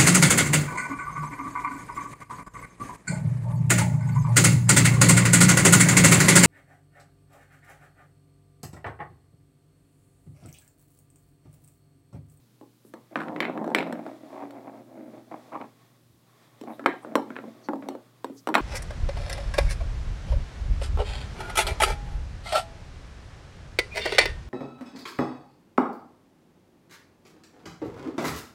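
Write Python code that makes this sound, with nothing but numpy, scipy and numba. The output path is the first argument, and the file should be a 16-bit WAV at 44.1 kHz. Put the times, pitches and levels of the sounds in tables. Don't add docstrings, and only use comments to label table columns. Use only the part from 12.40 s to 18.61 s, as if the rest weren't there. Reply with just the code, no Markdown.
import sys
import numpy as np
from scipy import signal
from scipy.fft import rfft, irfft
from scipy.io import wavfile
from scipy.ndimage import uniform_filter1d
from numba import njit

SR = 44100
rng = np.random.default_rng(int(sys.argv[2]) if len(sys.argv) > 2 else 0)


def log_audio(samples):
    frames = np.atleast_2d(samples).T
    limited = np.clip(frames, -1, 1)
    pcm = np.round(limited * 32767).astype(np.int16)
    wavfile.write(sys.argv[1], SR, pcm)


N = 273861
TIME = np.arange(N) / SR

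RANGE_EDGES = [255, 480, 1050, 1750, 2700, 4200, 15000]
# pitch_hz, level_db, t60_s
TOY_MODES = [(262, -13, 0.0134), (355, 5, 0.02), (423, 1, 0.0046), (594, 4.5, 0.02), (720, 2.5, 0.0087),
             (859, -9.5, 0.07), (1038.4, 5.5, 0.01), (1143, 1, 0.016), (1346, -11.5, 0.055),
             (1647, -3.5, 0.012), (2123, 0.5, 0.007), (2100, -16.5, 0.042), (2620, 9, 0.0016),
             (3000, -15.5, 0.007), (2976, 18, 0.016), (3570, 15, 0.017), (4300, 22.5, 0.052),
             (5530, 25.5, 0.021), (7500, 22, 0.034), (8600, 19, 0.023), (13600, -6.5, 0.012)]
# pitch_hz, level_db, t60_s
TABLE_MODES = [(173.8, 0.5, 0.35), (228.9, -2, 0.29), (273.5, -4.5, 0.34), (310.6, 6.5, 0.053),
               (459, -21.5, 0.44), (544, -0.5, 0.12)]


def knocks(blows, crack_db, detune, main_db, main_t60_s=0.02, low_cut_hz=205):
    starts, level_db, main_hz, corner_hz, tick_db, thud_db = blows
    sounds, attack = 0, int(.012 * SR)
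    main_rings = np.array([band(ring([(hz, 0, main_t60_s)], .05), hz / 1.5, hz * 1.5) for hz in main_hz])
    for lo, hi in zip(RANGE_EDGES, RANGE_EDGES[1:]):
        favoured = ((lo <= main_hz) & (main_hz < hi))[:, None]
        part = struck_wood(len(starts), lo, hi, crack_db, detune)
        part += favoured * undb(main_db) * main_rings / rms(main_rings)
        gains = contact(lo, hi, level_db, main_hz, corner_hz, tick_db, thud_db)
        sounds = sounds + gains[:, None] * part / rms(part[:, :attack])
    out = np.zeros(N)
    for start, sound in zip(starts, minimum_phase(sounds)):
        add(out, start, sound)
    return signal.sosfilt(signal.butter(5, low_cut_hz, "high", fs=SR, output="sos"), out)


def blows_and_bounces(scatter_db=3.5, pitch_spread=0.071, tick_db=-68, thud_db=-5.5):
    # start_s, level_db, main_hz, corner_hz, tick_db, thud_db (relative to level_db)
    single_knocks = [(0.2124, -46.5, 554, 778, -76, 0), (0.4495, -49.5, 506, 504, -84, 0),
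                     (0.5385, -41, 520, 1200, -62, 1.5), (0.7577, -31, 1530, 2100, -62, -4),
                     (0.7677, -47, 1500, 1900, -62, 10), (0.8062, -39.5, 1400, 1700, -64, -2),
                     (0.8838, -39, 540, 1800, -74, -5), (0.9625, -39.5, 1990, 1940, -68, 2),
                     (1.0044, -31, 2250, 3650, -47, -1), (1.0306, -38.5, 2100, 2510, -78, 0),
                     (1.0818, -35.5, 686, 850, -85, 2), (1.0975, -29.5, 576, 910, -73, -3),
                     (1.1765, -36.5, 725, 1522, -69, 3), (1.2435, -31, 603, 940, -62.5, -6),
                     (1.2645, -42, 620, 830, -70, 10.5), (1.2772, -31, 720, 880, -64, -2.5),
                     (1.29, -42, 720, 871, -73, 2), (1.3033, -39, 736, 950, -64, -2),
                     (1.317, -33.5, 693, 880, -78, -3.5), (1.3485, -26, 2280, 3650, -37.5, 0.5),
                     (1.3858, -35, 2470, 3200, -50, 6), (1.406, -40, 2174, 2870, -59, 6.5),
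                     (1.4725, -36, 525, 1050, -66, -1.5), (1.5262, -34.5, 570, 1313, -53, 3),
                     (1.6646, -38.5, 633.4, 1192, -68, 1.5), (2.108, -55.5, 642, 1710, -62.5, -5),
                     (2.914, -43.5, 710, 960, -77, -16), (3.128, -47, 990, 1460, -82, -8),
                     (3.152, -64, 990, 1500, -78, 3), (3.2138, -46.5, 1263, 2100, -79, 3),
                     (4.2131, -39.5, 586.5, 536.2, -59, 1.5), (4.2372, -38.5, 685.6, 578.5, -64.5, -3),
                     (4.3949, -38.5, 545, 1297, -68, 0), (4.4415, -44, 539.4, 1602, -83, 5),
                     (4.4602, -20, 1266, 1730, -46.5, -2), (4.4615, -28, 2120, 2450, -45.5, -14),
                     (4.4842, -43.5, 465, 520.5, -76, 8.5), (4.5395, -45, 930, 1187, -81, 3.5),
                     (4.648, -38.5, 553, 1150, -76, -1), (4.755, -19.5, 1032, 1240, -38, -0.5),
                     (4.9046, -46.5, 1416, 2000, -73, 5.5), (4.957, -51.5, 1740, 2095, -75, 4),
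                     (4.9651, -42, 1710, 2408, -76, 1.5), (4.9879, -42, 601.6, 1850, -88, -5),
                     (5.0399, -40, 770, 630, -84, 1), (5.287, -28.5, 850.7, 1148, -62, 1),
                     (5.3342, -27.5, 608, 758, -67, -4.5), (5.357, -34, 611.4, 400, -69, -3.5),
                     (5.4247, -47.5, 606, 1795, -87, -10), (5.4874, -34, 790, 845, -49, 1.5),
                     (5.5516, -36, 542, 875, -68.5, -1), (5.8448, -34, 944, 1037, -51, 3),
                     (5.8988, -44, 550, 534, -76, 4.5), (6.0732, -29, 767, 1390, -48, -2.5),
                     (6.089, -27.5, 930, 920, -50.5, -1.5), (6.1015, -37, 870, 980, -65, 6),
                     (6.1423, -28, 1450, 2500, -45, -7), (6.148, -40, 885, 3000, -41.5, -10),
                     (6.1526, -20, 1130, 2730, -38.5, -2), (6.1538, -19, 810, 1000, -46, -8),
                     (6.1618, -51, 905, 2600, -54, 7), (6.1812, -26.5, 880, 1370, -51, -1)]
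    # start_s, end_s, gap_s, uneven (0-1), first_db, last_db, main_hz, corner_hz
    bounce_runs = [(0.778, .84, 0.012, 0.17, -37, -46, 1430, 1920),
                   (1.037, 1.06, 0.0095, 0.39, -40.5, -49.5, 1930, 2400),
                   (1.371, 1.429, .014, 0.2, -47, -45.5, 1350, 2790)]
    rows = list(single_knocks)
    for start, end, gap, uneven, first_db, last_db, main_hz, corner_hz in bounce_runs:
        for s, (jitter, softness, spot) in zip(np.arange(start, end, gap), rng.standard_normal((12, 3))):
            level_db = np.interp(s, [start, end], [first_db, last_db]) - scatter_db * softness
            pitch_hz = main_hz * np.exp(pitch_spread * spot)
            rows.append((s + uneven * gap * jitter, level_db, pitch_hz, corner_hz, tick_db, thud_db))
    return np.transpose(rows)


def contact(lo, hi, level_db, main_hz, corner_hz, tick_db, thud_db):
    fall_db_per_octave, ring_db_per_octave, tick_db_per_octave = 24, 2.5, -1
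    centre_hz = np.sqrt(lo * hi)
    fall = 1 / np.hypot(1, undb(fall_db_per_octave * np.log2(centre_hz / corner_hz)))
    ring_db = ring_db_per_octave * np.log2(main_hz / RANGE_EDGES[1]) * ((lo <= main_hz) & (main_hz < hi))
    low_db = thud_db * (lo == RANGE_EDGES[0])
    tick = undb(tick_db + tick_db_per_octave * np.log2(lo / RANGE_EDGES[-2])) * (lo >= RANGE_EDGES[3])
    return np.hypot(fall * undb(level_db + ring_db + low_db), tick)


def struck_wood(count, lo, hi, crack_db, detune, crack_db_per_octave=-0.5, crack_s=0.004):
    modes = [mode for mode in TOY_MODES if lo <= mode[0] < hi]
    tone = np.array([ring(modes, .05, detune, scatter_db=1.5) for _ in range(count)])
    tone = band(tone, lo / 1.25, hi * 1.15)
    crack = rng.standard_normal(tone.shape) * np.exp(-TIME[:tone.shape[1]] / crack_s)
    crack = band(crack, lo, hi, order=3)
    crack_gain = undb(crack_db + crack_db_per_octave * np.log2(lo / RANGE_EDGES[1]))
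    return tone / rms(tone) + crack_gain * crack / rms(crack)


def ring(modes, length_s, detune=0, scatter_db=0):
    hz, db, t60 = np.transpose(modes)[:, :, None]
    shift, strength = rng.standard_normal((2, len(hz), 1))
    t = TIME[:int(SR * length_s)]
    fade = np.exp(-np.log(1000) * t / t60)
    sines = np.sin(2 * np.pi * hz * (1 + detune * shift) * t)
    return np.sum(undb(db + scatter_db * strength) * fade * sines, axis=0)


def minimum_phase(sounds, size=8192):
    gain = np.abs(rfft(sounds, size))
    cepstrum = irfft(np.log(gain + 1e-4 * gain.max(axis=-1, keepdims=True)))
    causal = 1 + np.sign(np.fft.fftfreq(size))
    return irfft(np.exp(rfft(cepstrum * causal)))[:, :sounds.shape[1]]


def drag(trim_db=-2.5, usual_hollow_hz=649, hollow_width_hz=360, drift=0.069, bump_db=2.93):
    # low_hz, high_hz
    ranges = [(540, 1200), (1100, 2700)]
    # pitch_hz, width_hz, level_db
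    board_rings = [(260.6, 82, -1), (309.4, 51, -0.5)]
    # level_db at the usual speed, db_per_octave of the hollow ring
    shares = [(-1, -5), (-1, 10.5), (-15.5, 13)]
    strength, hollow_hz = sliding()
    skips = skipping(strength)
    responses = [struck_wood(len(skips), lo, hi, crack_db=-4, detune=0.075) for lo, hi in ranges]
    rattle, scratch = (signal.oaconvolve(skips, wood, axes=1).sum(axis=0)[:N] for wood in responses)
    shift = 1 + drift * wander(per_s=4)
    rumble = sum(undb(db) * steep_resonance(skips.sum(axis=0), hz * shift, width * shift)
                 for hz, width, db in board_rings)
    rattle = steep_resonance(rattle, hollow_hz, hollow_width_hz * (hollow_hz / usual_hollow_hz) ** 2)
    scratch = signal.sosfilt(signal.butter(4, 2300, fs=SR, output="sos"), scratch)
    out, octaves = 0, np.log2(hollow_hz / usual_hollow_hz)
    for (db, db_per_octave), sound in zip(shares, (rumble, rattle, scratch)):
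        power = uniform_filter1d(sound ** 2, size=1500)
        out = out + undb(db + db_per_octave * octaves + trim_db) * sound / np.sqrt(np.abs(power) + 1e-12)
    bumps = undb(bump_db * wander(per_s=47))
    return strength * bumps * out


def sliding(attack_s=0.018, release_s=0.015):
    # time_s, level_db, hollow_hz
    first_slide = [(1.45, -42, 660), (1.49, -35, 685), (1.535, -34.5, 620), (1.57, -43.5, 656.8),
                   (1.645, -42, 665), (1.68, -36, 720), (1.73, -44, 650), (1.8, -55, 575)]
    second_slide = [(1.8, -51, 622.5), (1.844, -43, 590), (1.856, -54, 630), (1.864, -45, 624),
                    (1.884, -56, 710), (1.928, -41.5, 720), (1.99, -42, 820), (2.03, -35, 804),
                    (2.09, -50, 610), (2.144, -51, 726), (2.156, -42, 725), (2.234, -47, 660),
                    (2.272, -44, 750), (2.41, -46.5, 647), (2.446, -56.5, 618), (2.46, -49.5, 636)]
    third_slide = [(2.46, -53, 632), (2.502, -54, 634), (2.522, -46, 653), (2.586, -42, 596),
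                   (2.662, -49, 599), (2.684, -45.5, 616), (2.704, -47.5, 570), (2.788, -43, 658.7),
                   (2.84, -66, 611), (2.85, -66, 619)]
    # start_s, length_s, level_db, hollow_hz
    scrapes = [(0.707, 0.035, -46.5, 630), (2.862, 0.023, -51, 580), (2.908, 0.036, -37.5, 768),
               (2.983, 0.13, -55, 700), (3.116, 0.047, -35.5, 960), (3.199, 0.034, -37, 845),
               (4.26, 0.078, -40.5, 732.7), (4.36, 0.076, -48.5, 570), (4.525, .025, -48.5, 785),
               (4.618, 0.017, -46.5, 880), (4.646, .095, -42, 620), (4.846, 0.085, -46.5, 555.5),
               (4.985, 0.1, -45, 537), (5.133, 0.35, -56, 598), (5.417, 0.11, -45.5, 614)]
    strength, pitches = np.zeros(N), []
    for stretch in (first_slide, second_slide, third_slide):
        moving = (TIME >= stretch[0][0]) & (TIME < stretch[-1][0])
        strength = np.maximum(strength, moving * undb(curve(stretch)))
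        pitches += [(s, hz) for s, _, hz in stretch]
    for start, length, db, hz in scrapes:
        attack = np.clip((TIME - start) / attack_s, 0, 1)
        release = np.exp(-np.maximum(TIME - start - length, 0) / release_s)
        strength += undb(db) * attack * release
        pitches += [(start, hz), (start + length, hz)]
    return uniform_filter1d(strength, size=200), curve(sorted(pitches))


def skipping(strength, uneven=0.5, scatter_db=2.0, rub_db=-12, points=4):
    usual_per_s, usual_db, db_per_halving = 170, -45.5, 14
    level_db = 20 * np.log10(np.maximum(strength, undb(-55)))
    skips_per_s = usual_per_s * 2 ** ((usual_db - level_db) / db_per_halving)
    skips, s = np.zeros((points, N)), 0
    for k, (gap, size) in enumerate(rng.standard_normal((3000, 2))):
        i = int(s * SR)
        if i >= N:
            break
        skips[k % points, i] = undb(scatter_db * size)
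        s += np.exp(uneven * gap) / skips_per_s[i]
    return skips + undb(rub_db) * rms(skips) * rng.standard_normal(skips.shape)


def judder(trim_db=-1, jerks_per_s=165, uneven=0.27, scatter_db=2.5, table_db=-11, points=3):
    # time_s, level_db
    pull = [(.76, -34), (.85, -41), (.91, -35.5), (.98, -36), (1.05, -39), (1.12, -44.5), (1.16, -33),
            (1.185, -37.5), (1.23, -27.5), (1.25, -59), (1.33, -40), (1.39, -29.5), (1.46, -43.5)]
    # pitch_hz, level_db, t60_s
    jerk_modes = [(250, -38, 0.025), (335.6, -0.5, 0.019), (550, -8.5, 0.036), (720, 3, 0.012),
                  (930, -4.5, 0.014), (1880, -5, 0.013)]
    jerks, s = np.zeros((points, N)), pull[0][0]
    for k, (gap, size) in enumerate(rng.standard_normal((400, 2))):
        if s < pull[-1][0]:
            jerks[k % points, int(s * SR)] = undb(np.interp(s, *np.transpose(pull)) + scatter_db * size)
        s += np.exp(uneven * gap) / jerks_per_s
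    taps = np.array([ring(jerk_modes, .05, detune=0.058) for _ in jerks])
    taps = minimum_phase(band(taps, 190, 1080, order=3))
    taps = taps / np.linalg.norm(taps, axis=1, keepdims=True) * np.sqrt(SR / jerks_per_s)
    toy = signal.oaconvolve(jerks, taps, axes=1).sum(axis=0)[:N]
    boards = band(signal.oaconvolve(jerks.sum(axis=0), ring(TABLE_MODES, .5))[:N], 150, 600)
    return undb(trim_db) * (toy + undb(table_db) * boards * rms(toy) / rms(boards))


def swishes():
    # peak_s, spread_s, centre_hz, width_hz, level_db
    swells = [(.475, .022, 10500, 6000, -66), (4.345, .015, 3750, 500, -64), (4.33, .035, 12000, 6000, -67),
              (4.635, .012, 8800, 1800, -65), (5.255, .012, 4450, 450, -58), (5.25, .016, 5800, 900, -62),
              (5.985, .012, 5600, 2400, -55), (5.98, .04, 11000, 8000, -66), (3.72, .06, 115, 80, -66)]
    out = 0
    for peak, spread, hz, width, db in swells:
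        noise = band(rng.standard_normal(N), hz - width / 2, hz + width / 2)
        out = out + undb(db) * np.exp(-.5 * ((TIME - peak) / spread) ** 2) * noise / rms(noise)
    return out


def hand_rub(flicker_db=2.5):
    # pitch_hz, width_hz, level_db
    rub_rings = [(620, 560, 0.5), (1090, 83, -6), (1790, 300, -14.5), (3300, 370, -14)]
    # time_s, level_db
    rub_levels = [(0, -112), (.7, -69), (1.9, -63), (2.6, -73), (3.05, -63.5), (3.4, -67.5), (3.75, -76.5),
                  (3.9, -67.5), (4.15, -65.5), (4.6, -66), (5.15, -61.5), (5.6, -67), (6.2, -69)]
    friction, rub = rng.standard_normal(N), 0
    for hz, width, db in rub_rings:
        part = resonance(friction, np.full(N, float(hz)), np.full(N, float(width)))
        rub = rub + undb(db) * part / rms(part)
    grip = np.interp(TIME, np.linspace(0, TIME[-1], 90), rng.standard_normal(90))
    return undb(curve(rub_levels) + flicker_db * grip) * rub


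def room(sound, table_db=-52.0, spots=24):
    out = signal.fftconvolve(sound, undb(table_db) * ring(TABLE_MODES, 0.62))[:N]
    step = N // spots
    padded = np.pad(sound, (0, 2 * step))
    for i in range(0, N - step, step):
        piece = padded[i:i + 2 * step] * np.hanning(2 * step)
        add(out, i / SR, signal.fftconvolve(piece, walls()))
    return out


def walls(gap_s=0.0055, build_s=0.0019):
    # top_hz, level_db, t60_s
    tail_bands = [(419, -1, 0.23), (1110, -7, 0.26), (2500, -8.5, 0.25), (4600, -11.5, 0.33),
                  (16000, -13, 0.25)]
    t = TIME[:int(.4 * SR)]
    swell = 1 - np.exp(-np.maximum(t - gap_s, 0) / build_s)
    response, lo = 0, 215
    for hi, db, t60 in tail_bands:
        tail = rng.standard_normal(len(t)) * swell * np.exp(-np.log(1000) * t / t60)
        response = response + undb(db) * band(tail / np.linalg.norm(tail), lo, hi, order=3)
        lo = hi
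    return response


def room_tone(air_db=-63, waver=0.21):
    # frequency_hz, relative_density_db
    air_spectrum = [(18, -24), (30, -48), (56, -23.5), (90, -33.5), (100, -19.5), (124, -10.5), (210, -15),
                    (252, -22), (295, -14.5), (649, -29.5), (1860, -35.5), (2600, -36), (4080, -34.5),
                    (5900, -38), (16000, -39)]
    # pitch_hz, level_db
    hum_partials = [(119.3, -64.5), (240, -73.5)]
    air_hz, density_db = np.transpose(air_spectrum)
    colour_db = np.interp(np.log(np.fft.rfftfreq(N, 1 / SR) + 1), np.log(air_hz), density_db)
    air = irfft(rfft(rng.standard_normal(N)) * undb(colour_db), N)
    drift = waver * np.interp(TIME, np.linspace(0, TIME[-1], 30), rng.standard_normal(30))
    hum = sum(undb(db) * np.sqrt(2) * np.sin(2 * np.pi * hz * TIME + 2 * drift) for hz, db in hum_partials)
    return undb(air_db) * air / rms(air) + hum * (1 + drift)


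def undb(db):
    return 10 ** (np.asarray(db) / 20)


def rms(x):
    return np.sqrt(np.mean(x ** 2, axis=-1, keepdims=True) + 1e-20)


def band(x, lo, hi, order=2):
    edges = [max(lo, 20), min(hi, SR / 2.1)]
    return signal.sosfilt(signal.butter(order, edges, "band", fs=SR, output="sos"), x)


@njit
def resonance(x, hz, width):
    y, band_state, low_state = np.empty(len(x)), 0., 0.
    for i in range(len(x)):
        g, damping = np.tan(np.pi * hz[i] / SR), width[i] / hz[i]
        swing = (band_state + g * (x[i] - low_state)) / (1 + g * (g + damping))
        band_state, low_state = 2 * swing - band_state, low_state + 2 * g * swing
        y[i] = damping * swing
    return y


def steep_resonance(x, hz, width):
    return resonance(resonance(x, hz, width), hz, width)


def curve(table):
    times, values = np.transpose(table)[:2]
    return np.interp(TIME, times, values)


def wander(per_s):
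    return np.interp(TIME * per_s, np.arange(600), rng.standard_normal(600))


def add(track, start_s, sound):
    i = int(start_s * SR)
    track[i:i + len(sound)] += sound[:N - i]


def scene(direct_db=0.5, outward_db=1.5, friction_room_db=-3):
    friction = judder() + drag() + swishes()
    blows = blows_and_bounces()
    direct = undb(direct_db) * knocks(blows, crack_db=-1.5, detune=0.042, main_db=0.5)
    outward = undb(outward_db) * knocks(blows, crack_db=-1.0, detune=0.022, main_db=-9.5)
    tail = room(outward + undb(friction_room_db) * friction)
    return (direct + friction + tail + hand_rub() + room_tone())[None]


def record(dry, low_cut_hz=45, ceiling=0.97, top_hz=16000):
    thin = signal.sosfilt(signal.butter(1, low_cut_hz, "high", fs=SR, output="sos"), dry)
    rounded = thin / (1 + (thin / ceiling) ** 4) ** (1 / 4)
    return signal.sosfilt(signal.ellip(8, .2, 70, top_hz, fs=SR, output="sos"), rounded)


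dry = scene()
out = record(dry)
log_audio(out)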